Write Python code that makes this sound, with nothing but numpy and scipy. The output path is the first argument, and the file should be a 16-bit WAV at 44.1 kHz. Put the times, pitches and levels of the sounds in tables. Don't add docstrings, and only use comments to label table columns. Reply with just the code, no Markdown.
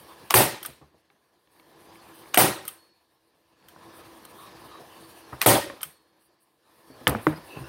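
import sys
import numpy as np
from scipy import signal
from scipy.io import wavfile
from scipy.ndimage import uniform_filter1d, minimum_filter1d

SR = 44100
rng = np.random.default_rng(int(sys.argv[2]) if len(sys.argv) > 2 else 0)


def persist_wave(psi):
    counts = np.round(np.clip(psi, -1, 1) * 32767).astype(np.int16)
    wavfile.write(sys.argv[1], SR, np.atleast_2d(counts).T)


def attenuation_scalar(level_db):
    decades = np.asarray(level_db, float) / 20
    return 10 ** decades


N = 338850
TREBLE_HZ = 8000

# (time [s], room level [dB], board level [dB], rattle [s], favoured pitch [Hz])
BLOWS = [
    (0.339, -6, -8.5, 0.02, 909.5),
    (2.3723, -7.5, -9, 0.012, 722.5),
    (5.4596, -7.5, -8.5, 0.018, 580),
]
# (frequency [Hz], level [dB], t60 [s])
BOARD = [(115, 0, .26), (147, -7, 0.3), (215.5, -8.5, 0.22), (321, -2, 0.2), (378, -3.5, 0.2),
         (497, -7, .2), (563, -2, 0.18), (616, -3, 0.16), (726, -6, .18), (772, -2.5, 0.17), (856, -5, .15),
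         (1203, -11, 0.2), (1840, -7, 0.13), (3050, -17.5, 0.054)]
# (frequency [Hz], level [dB per Hz])
BLOW_COLOUR = [(24, -52), (40, -17), (137, -9.5), (180, -15), (337, -7.5), (896, -14.5), (965, -13.5),
               (1810, -15), (2770, -16), (9940, -20.5), (16000, -18)]


def blows():
    out = np.zeros(N)
    slam_db, treble_db = 9, -11.5
    for s, room_db, board_db, rattle_s, spot_hz in BLOWS:
        driver = [(370.4, -6, .02), (spot_hz, 1.5, 0.015), (1380, -7, .02), (4040, -11.5, 0.0039)]
        add(out, s, attenuation_scalar(slam_db) * ring(driver, 0.022, 0.94, rise_s=.003))
        add(out, s, attenuation_scalar(slam_db - 6) * ring(STEEL, 0.033, 3.7, rise_s=.003))

        struck = favour(BOARD, spot_hz, lift_db=4.0)
        board = ring(struck, 5 * rattle_s, -8.5, rise_s=0.011, rough=0.65, count=18000)
        add(out, s, attenuation_scalar(board_db) * board)

        tail = echo(BLOW_COLOUR, treble_db, shorter=0.72, hold_s=rattle_s, count=440)
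        add(out, s, attenuation_scalar(room_db - 0.5) * tail)

        shake = echo(BLOW_COLOUR, -60, shorter=0.87, rise_s=0.82 * rattle_s, hold_s=0.47 * rattle_s, count=440)
        shaken = favour(BOARD, spot_hz, lift_db=7.0)
        rattle = sum(attenuation_scalar(db) * resonate(shake, hz, 39) for hz, db, _ in shaken)
        add(out, s, attenuation_scalar(board_db + 5.0) * rattle)
    return out


# (time [s], peak level [dB], favoured pitch [Hz])
LATCH = [
    (0.306, -7, 990),
    (2.343, -7, 976),
    (5.415, -7, 2310),
    (5.4238, -14.5, 1250),
]
# (frequency [Hz], level [dB], t60 [s])
LATCH_MODES = [(850, -2, .015), (1150, 0, .016), (1500, -2, .012), (1950, -1, .016), (2450, -1, .018),
               (2900, -2, .015), (3500, -6, .01), (4300, -8, .01), (6500, -16, .008)]


def latch_slips():
    treble_db, room_db = -10, -21.5
    events = [(s, db, treble_db, room_db, hz) for s, db, hz in LATCH]
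    return steel(events, LATCH_MODES, 0.0045, 0.0086, -16, -2.0)


# (time [s], peak level [dB], treble [dB], room [dB], favoured pitch [Hz])
LEVER = [(0.628, -32.5, -1.5, -10, 3050), (0.649, -28, -9.5, -16.5, 1760), (0.659, -30.5, 5, -32, 3030),
         (2.651, -37, -2, -11.5, 1770), (2.678, -29.5, 3.5, -14.5, 3120),
         (2.687, -32.5, -10.5, -20.5, 3260), (3.684, -40.5, -7, -18, 3140), (4.25, -40, -3, -33, 2950),
         (5.807, -37, -27, -13, 3140), (5.815, -50, 13, -21, 1110), (5.83, -23, 0.5, -19.5, 3080),
         (5.849, -44, 0, -15, 1094), (7.075, -12, -6, -31, 1160), (7.093, -24.5, -1, -38, 1100)]
# (frequency [Hz], level [dB], t60 [s])
LEVER_MODES = [(1250, 2, .035), (1500, -3, .02), (2100, -10, .02), (2750, -5, .012), (3150, 0, .02),
               (3400, -5, .012), (4400, -12, .02), (6200, -16, .015)]


def lever_clicks():
    return steel(LEVER, LEVER_MODES, 0.037, 0.029, -22, -2.0)


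# (frequency [Hz], level [dB], t60 [s])
STEEL = [(8650, 0, .03), (9900, -4, .012), (11450, 0, .025), (13000, -4, .012), (15100, -2, .018)]
# (frequency [Hz], level [dB per Hz])
STEEL_ECHO = [(100, -24), (600, -3.5), (1500, -4), (4000, -10), (7000, -15)]


def steel(events, modes, crack_s, treble_crack_s, creep_db, echo_treble_db):
    out = np.zeros(N)
    no_thump = signal.butter(4, 720, "high", fs=SR, output="sos")
    for s, db, treble_db, room_db, spot_hz in events:
        add(out, s - .005, attenuation_scalar(db + creep_db) * ring(modes, 0.01, 2.4, rise_s=0.0065))
        body = ring(favour(modes, spot_hz, lift_db=9), crack_s, -1.8)
        add(out, s, attenuation_scalar(db + 1) * signal.sosfilt(no_thump, body))
        add(out, s, attenuation_scalar(db + treble_db + 7.0) * ring(STEEL, treble_crack_s, 5.6))
        tail = attenuation_scalar(db + room_db) * echo(STEEL_ECHO, treble_db + echo_treble_db, shorter=.7)
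        plates = resonate(tail, 8650, 300) + .7 * resonate(tail, 11450, 400)
        add(out, s, tail + attenuation_scalar(3.0) * plates)
    return out


# (time [s], peak level [dB], contact pitch [Hz], thump level [dB], thump pitch [Hz])
KNOCKS = [
    (3.762, -41, 880, -19.5, 332),
    (5.699, -30, 1830, -12, 551),
    (7.07, -2.5, 1790, -31.5, 501),
    (7.088, -20.5, 1040, -6, 142.4),
    (7.149, -15.5, 1220, -21, 220),
    (7.268, -7, 1120, -16, 309),
]


def table_knocks():
    return knocks(KNOCKS, 0.00013, 0.011, -21.5)


# (time [s], peak level [dB], contact pitch [Hz], thump level [dB], thump pitch [Hz])
BUMPS = [(0.68, -45, 590, -13.5, 135), (5.85, -65, 396, 3, 153), (0.81, -44.5, 604, -16, 146),
         (0.934, -55.5, 576, -15, 161), (4.962, -46, 520, -30, 320), (5.322, -29.5, 1020, -19, 130),
         (6.894, -48.5, 412.3, -6.5, 265.4), (7.007, -45.5, 755, -10, 255), (7.562, -32, 550, -16, 148),
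         (7.604, -41.5, 580, -4, 130)]


def soft_bumps():
    return knocks(BUMPS, 0.0074, 0.1, -13)


# (time [s], peak level [dB], thump pitch [Hz])
TICKS = [(1.1011, -50.5, 805), (1.3584, -66, 386), (1.4731, -58.5, 309), (1.5648, -57, 340),
         (1.5968, -48.5, 321), (1.956, -46, 311), (2.235, -44.5, 958), (2.2576, -47, 818),
         (2.2757, -47.5, 883), (3.6253, -55.5, 970)]


def nose_ticks():
    contact_hz, thump_db = 2240, -19.5
    events = [(s, db, contact_hz, thump_db, hz) for s, db, hz in TICKS]
    return knocks(events, 0.0008, 0.0061, -19.5)


# (frequency [Hz], level [dB per Hz])
WOOD_ECHO = [(50, -21.5), (130, 0), (400, -4.5), (1000, -9.5), (2500, -22.5), (7000, -44)]


def knocks(events, rise_s, contact_s, room_db):
    out = np.zeros(N)
    for s, db, hz, thump_db, low_hz in events:
        tick_modes = [(hz * 0.5, -3, .02), (hz, 0, .018), (hz * 1.2, -3, .015), (hz * 1.8, -7, .011)]
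        dull = signal.butter(2, hz * 2.0, fs=SR, output="sos")
        tick = signal.sosfilt(dull, ring(tick_modes, contact_s, 0.3, rise_s))
        add(out, s, attenuation_scalar(db + 3.0) * tick)

        wood_modes = [(low_hz * .5, -9, .25), (low_hz, 0, .15), (low_hz * 2.0, -4, .06)]
        thump = ring(wood_modes, contact_s, -15.5, rise_s, rough=0.19, count=12000)
        add(out, s, attenuation_scalar(db + thump_db + 13) * thump)

        add(out, s, attenuation_scalar(db + room_db) * echo(WOOD_ECHO, -34.5, shorter=0.84, rise_s=0.0043))
    return out


# (time [s], length [s], level [dB], resonance [Hz])
DRAGS = [(0.076, 0.081, -35.5, 1040), (1.199, 0.097, -61, 1680), (1.889, 0.049, -39, 1000),
         (2.1, 0.17, -47, 876), (3.799, 0.086, -40, 1030), (4.359, 0.14, -32, 1100),
         (4.683, 0.13, -32, 1130), (4.939, 0.08, -40, 1060), (6.628, 0.14, -53, 1150),
         (6.9, .07, -44.5, 4470), (7.355, 0.028, -35.5, 4950), (7.47, 0.14, -31, 2664),
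         (7.591, 0.11, -40, 2720), (7.62, 0.09, -36, 1510)]
# (ratio [1], level [dB])
DRAG_OVERTONES = [(1, -17.5), (2.25, -39), (3.4, -28.5)]


def drags():
    out = np.zeros(N)
    for s, long, db, hz in DRAGS:
        grit = rng.standard_normal(SR // 3) * attenuation_scalar(0.76 * drift(SR // 3, 200))
        sound = 0
        for ratio, overtone_db in DRAG_OVERTONES:
            if hz * ratio < TREBLE_HZ:
                hollow = resonate(resonate(grit, hz * ratio, 250), hz * ratio, 250)
                sound = sound + attenuation_scalar(overtone_db) * evened(hollow)
        count = round(long * SR)
        add(out, s, attenuation_scalar(db) * sound[:count] * signal.windows.tukey(count, .6))
    return out


# (time [s], length [s], level [dB])
SPRING = [
    (.95, .2, -71),
    (2.749, 0.46, -51.5),
    (5.9, 0.49, -57),
]


def spring_whistle():
    out = np.zeros(N)
    for s, long, db in SPRING:
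        u = np.arange(round(long * SR)) / (long * SR)
        pitch_hz = 4350 + 14 * drift(SR, 300)
        whistle = np.sin(2 * np.pi * np.cumsum(pitch_hz) / SR)[:len(u)]
        whistle = whistle * attenuation_scalar(2.6 * drift(len(u), 900))
        swell = np.minimum(u / .11, 1) ** 2 * np.minimum((1 - u) / .4, 1)
        add(out, s, attenuation_scalar(db - 30 * u ** .5) * swell * whistle)
    return out


# (frequency [Hz], level [dB per Hz])
HUM_COLOUR = [(24, -60.5), (40, -17), (159, -5), (262, -8), (320, -3.5), (646, -5), (1040, -6), (1480, -14),
              (4570, -13.5), (7730, -27), (9220, -22.5), (14800, -26.5), (16000, -31.5)]
# (frequency [Hz], width [Hz], level [dB])
HUM_PEAKS = [(74, 32, -15.5), (330.6, 12, -5), (480, 30, -12.5), (1030, 82, -7.5), (1720, 140, -9.5)]


def hum():
    hz, t = np.fft.rfftfreq(1024, 1 / SR), np.arange(N // 256 + 5) * 256 / SR
    colour = read(HUM_COLOUR, hz)
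    band = np.digitize(hz, [1500, TREBLE_HZ])
    band_db = [10 * np.log10(np.sum(attenuation_scalar(2 * colour[band == k]))) for k in range(3)]
    colour -= np.array(band_db)[band]
    levels = hum_levels(t)
    level = uniform_filter1d(levels[band], 9, axis=0)
    level = level + (band == 2)[:, None] * rustle(t)
    patch_db = np.where(band < 2, 2.1, 1.3)[:, None]
    field = colour[:, None] + level + patch_db * drift(level.shape, 8, 8) + 0.99 * drift(len(t), 3)
    flat = noise(0 * field[:, :200], count=40000)
    air = noise(field, count=N) / np.std(flat) * np.sqrt(len(hz))
    low_db = np.interp(np.arange(N) / SR, t, levels[0])
    for f, width, db in HUM_PEAKS:
        wander_hz = f * (1 + 0.0052 * drift(N, 6000))
        tone = evened(resonate(rng.standard_normal(N), wander_hz, width))
        air = air + tone * attenuation_scalar(db + low_db + 0.4 * drift(N, 3000))
    return air


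# (open level [dB], ducked by [dB], share of handling [1])
HUM_RANGES = [
    (-54, 20.3, 0.96),
    (-59, 18.5, 0.56),
    (-60.5, 20, .4),
]
# (time [s], lift [dB])
HANDLING = [(0.0, -0.5), (1.7, 4), (2.2, 1.5), (3.2, 1.8), (3.95, 7), (4.25, 1.8), (4.65, 3), (5.2, 0.2),
            (6.0, 2.8), (6.3, 4.7), (6.5, 0), (7.0, 4.8), (7.22, 6.5), (7.4, 3), (7.68, 5.5)]


def hum_levels(t):
    fall_s, hold_s, recover_s = 0.22, 1.129, 0.31
    since = t - np.array(BLOWS)[:, :1]
    sink = 1 - np.exp(-(np.maximum(since, 0) / (2 * fall_s)) ** 3)
    recovery = np.exp(-np.maximum(since - hold_s, 0) / recover_s)
    ducked = (sink * recovery).max(0)
    lift = np.interp(t, *np.transpose(HANDLING))
    return np.array([open_db - duck_db * ducked + share * lift for open_db, duck_db, share in HUM_RANGES])


# (time [s], length [s], lift [dB])
RUSTLES = [
    (1.5, 0.12, 4.5),
    (2.06, .2, 2),
    (6.19, 0.1, 9),
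    (6.39, 0.065, 10),
    (7.21, 0.06, 7.5),
    (7.255, 0.065, 6),
]


def rustle(t):
    lifts = 0
    for s, long, db in RUSTLES:
        lifts = lifts + db * np.clip(np.minimum(t - s, s + long - t) / 0.02, 0, 1)
    return lifts + 2.3 * drift(len(t), 6)


# (frequency [Hz], t60 [s])
ROOM = [(60, 0.11), (250, 0.49), (700, 0.38), (1500, 0.51), (4000, 0.6), (9000, 0.43), (12000, 0.4),
        (16000, 0.19)]


def echo(colour, treble_db, shorter=1., rise_s=0.0047, hold_s=0, count=280):
    hz, t = np.fft.rfftfreq(256, 1 / SR)[:, None], np.arange(count) * 64 / SR
    level = np.where(hz < TREBLE_HZ, read(colour, hz), treble_db)
    t60 = shorter * read(ROOM, np.minimum(hz, TREBLE_HZ * 1.6))
    fade = 60 * np.maximum(t - hold_s, 0) / t60
    tail = noise(level - fade + 2.4 * drift((129, count), 3, 8), count=None)
    rise = np.minimum(np.arange(len(tail)) / (rise_s * SR), 1)
    close = np.minimum(np.linspace(5, 0, len(tail)), 1)
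    return tail / np.std(tail[:1000]) * rise * close


def ring(modes, crack_s, crack_db, rise_s=0.0015, rough=0.32, count=5000):
    t = np.arange(count) / SR
    rise = np.minimum(t / rise_s, 1) ** 2
    contact = rng.standard_normal(len(t)) * attenuation_scalar(-60 * t / crack_s) * rise
    body = sum(attenuation_scalar(db - 60 * t / t60) * np.sin(2 * np.pi * (hz * t + rng.random())) for hz, db, t60 in modes)
    chatter = signal.fftconvolve(contact, body)[:len(t)]
    rung = body * rise / np.std(body) + rough * chatter / np.std(chatter)
    edges = 0.99 * min(modes)[0], 0.99 * max(modes)[0]
    crack = signal.sosfilt(signal.butter(4, edges, "band", fs=SR, output="sos"), contact)
    sound = rung / abs(rung).max() + attenuation_scalar(crack_db) * crack / abs(crack).max()
    sound = sound * np.minimum(np.linspace(5, 0, count), 1)
    return sound / abs(sound).max()


def favour(modes, spot_hz, lift_db=8):
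    width = .25
    return [(hz, db + lift_db * np.exp(-(np.log(hz / spot_hz) / width) ** 2), t60) for hz, db, t60 in modes]


def resonate(x, hz, width):
    turn = np.exp(2j * np.pi * np.cumsum(hz * np.ones(len(x))) / SR)
    r = np.exp(-np.pi * width / SR)
    return 2 * (turn * signal.lfilter([1 - r], [1, -r], x / turn)).real


def noise(field_db, count):
    z = rng.standard_normal(field_db.shape) + 1j * rng.standard_normal(field_db.shape)
    size = 2 * (len(z) - 1)
    return signal.istft(z * attenuation_scalar(field_db), nperseg=size, noverlap=size * 3 // 4)[1][:count]


def drift(shape, *spans):
    x = rng.standard_normal(shape)
    for k, span in enumerate(spans):
        x = uniform_filter1d(uniform_filter1d(x, span, axis=k), span, axis=k)
    return evened(x)


def evened(x):
    return x / np.sqrt(np.mean(x ** 2) + 1e-20)


def read(points, hz):
    f, value = np.transpose(points)
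    return np.interp(np.log(hz + 1), np.log(f + 1), value)


def add(mix, s, sound):
    part = mix[round(s * SR):][:len(sound)]
    part += sound[:len(part)]


def scene():
    gun = blows() + latch_slips() + lever_clicks()
    wood = table_knocks() + soft_bumps() + nose_ticks()
    return (gun + wood + drags() + spring_whistle() + hum())[None]


def band_limit(x):
    return signal.sosfilt(signal.butter(12, 16970, fs=SR, output="sos"), x)


def record(dry):
    ceiling_db, release_db_per_s, grip = -13, 602, .75
    power_db = 10 * np.log10(abs(uniform_filter1d(dry[0] ** 2, 450)) + 1e-12)
    ahead = round(.003 * SR)
    power_db = -minimum_filter1d(-power_db, ahead, origin=-(ahead // 2))
    fall = np.arange(N) * release_db_per_s / SR
    held_db = np.maximum.accumulate(power_db + fall) - fall
    over_db = np.maximum(held_db - ceiling_db, 0)
    held = 0.95 * np.tanh(dry / attenuation_scalar(grip * uniform_filter1d(over_db, 60)) / 1.013)
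    band_edge = signal.firwin(511, 15900, window=("kaiser", 4), fs=SR)
    cut = signal.oaconvolve(held, band_edge[None], "same")
    cut = cut + attenuation_scalar(-40) * held
    mix = signal.sosfilt(signal.butter(4, 58, "high", fs=SR, output="sos"), cut)
    return band_limit(mix)


dry = scene()
out = record(dry)
persist_wave(out)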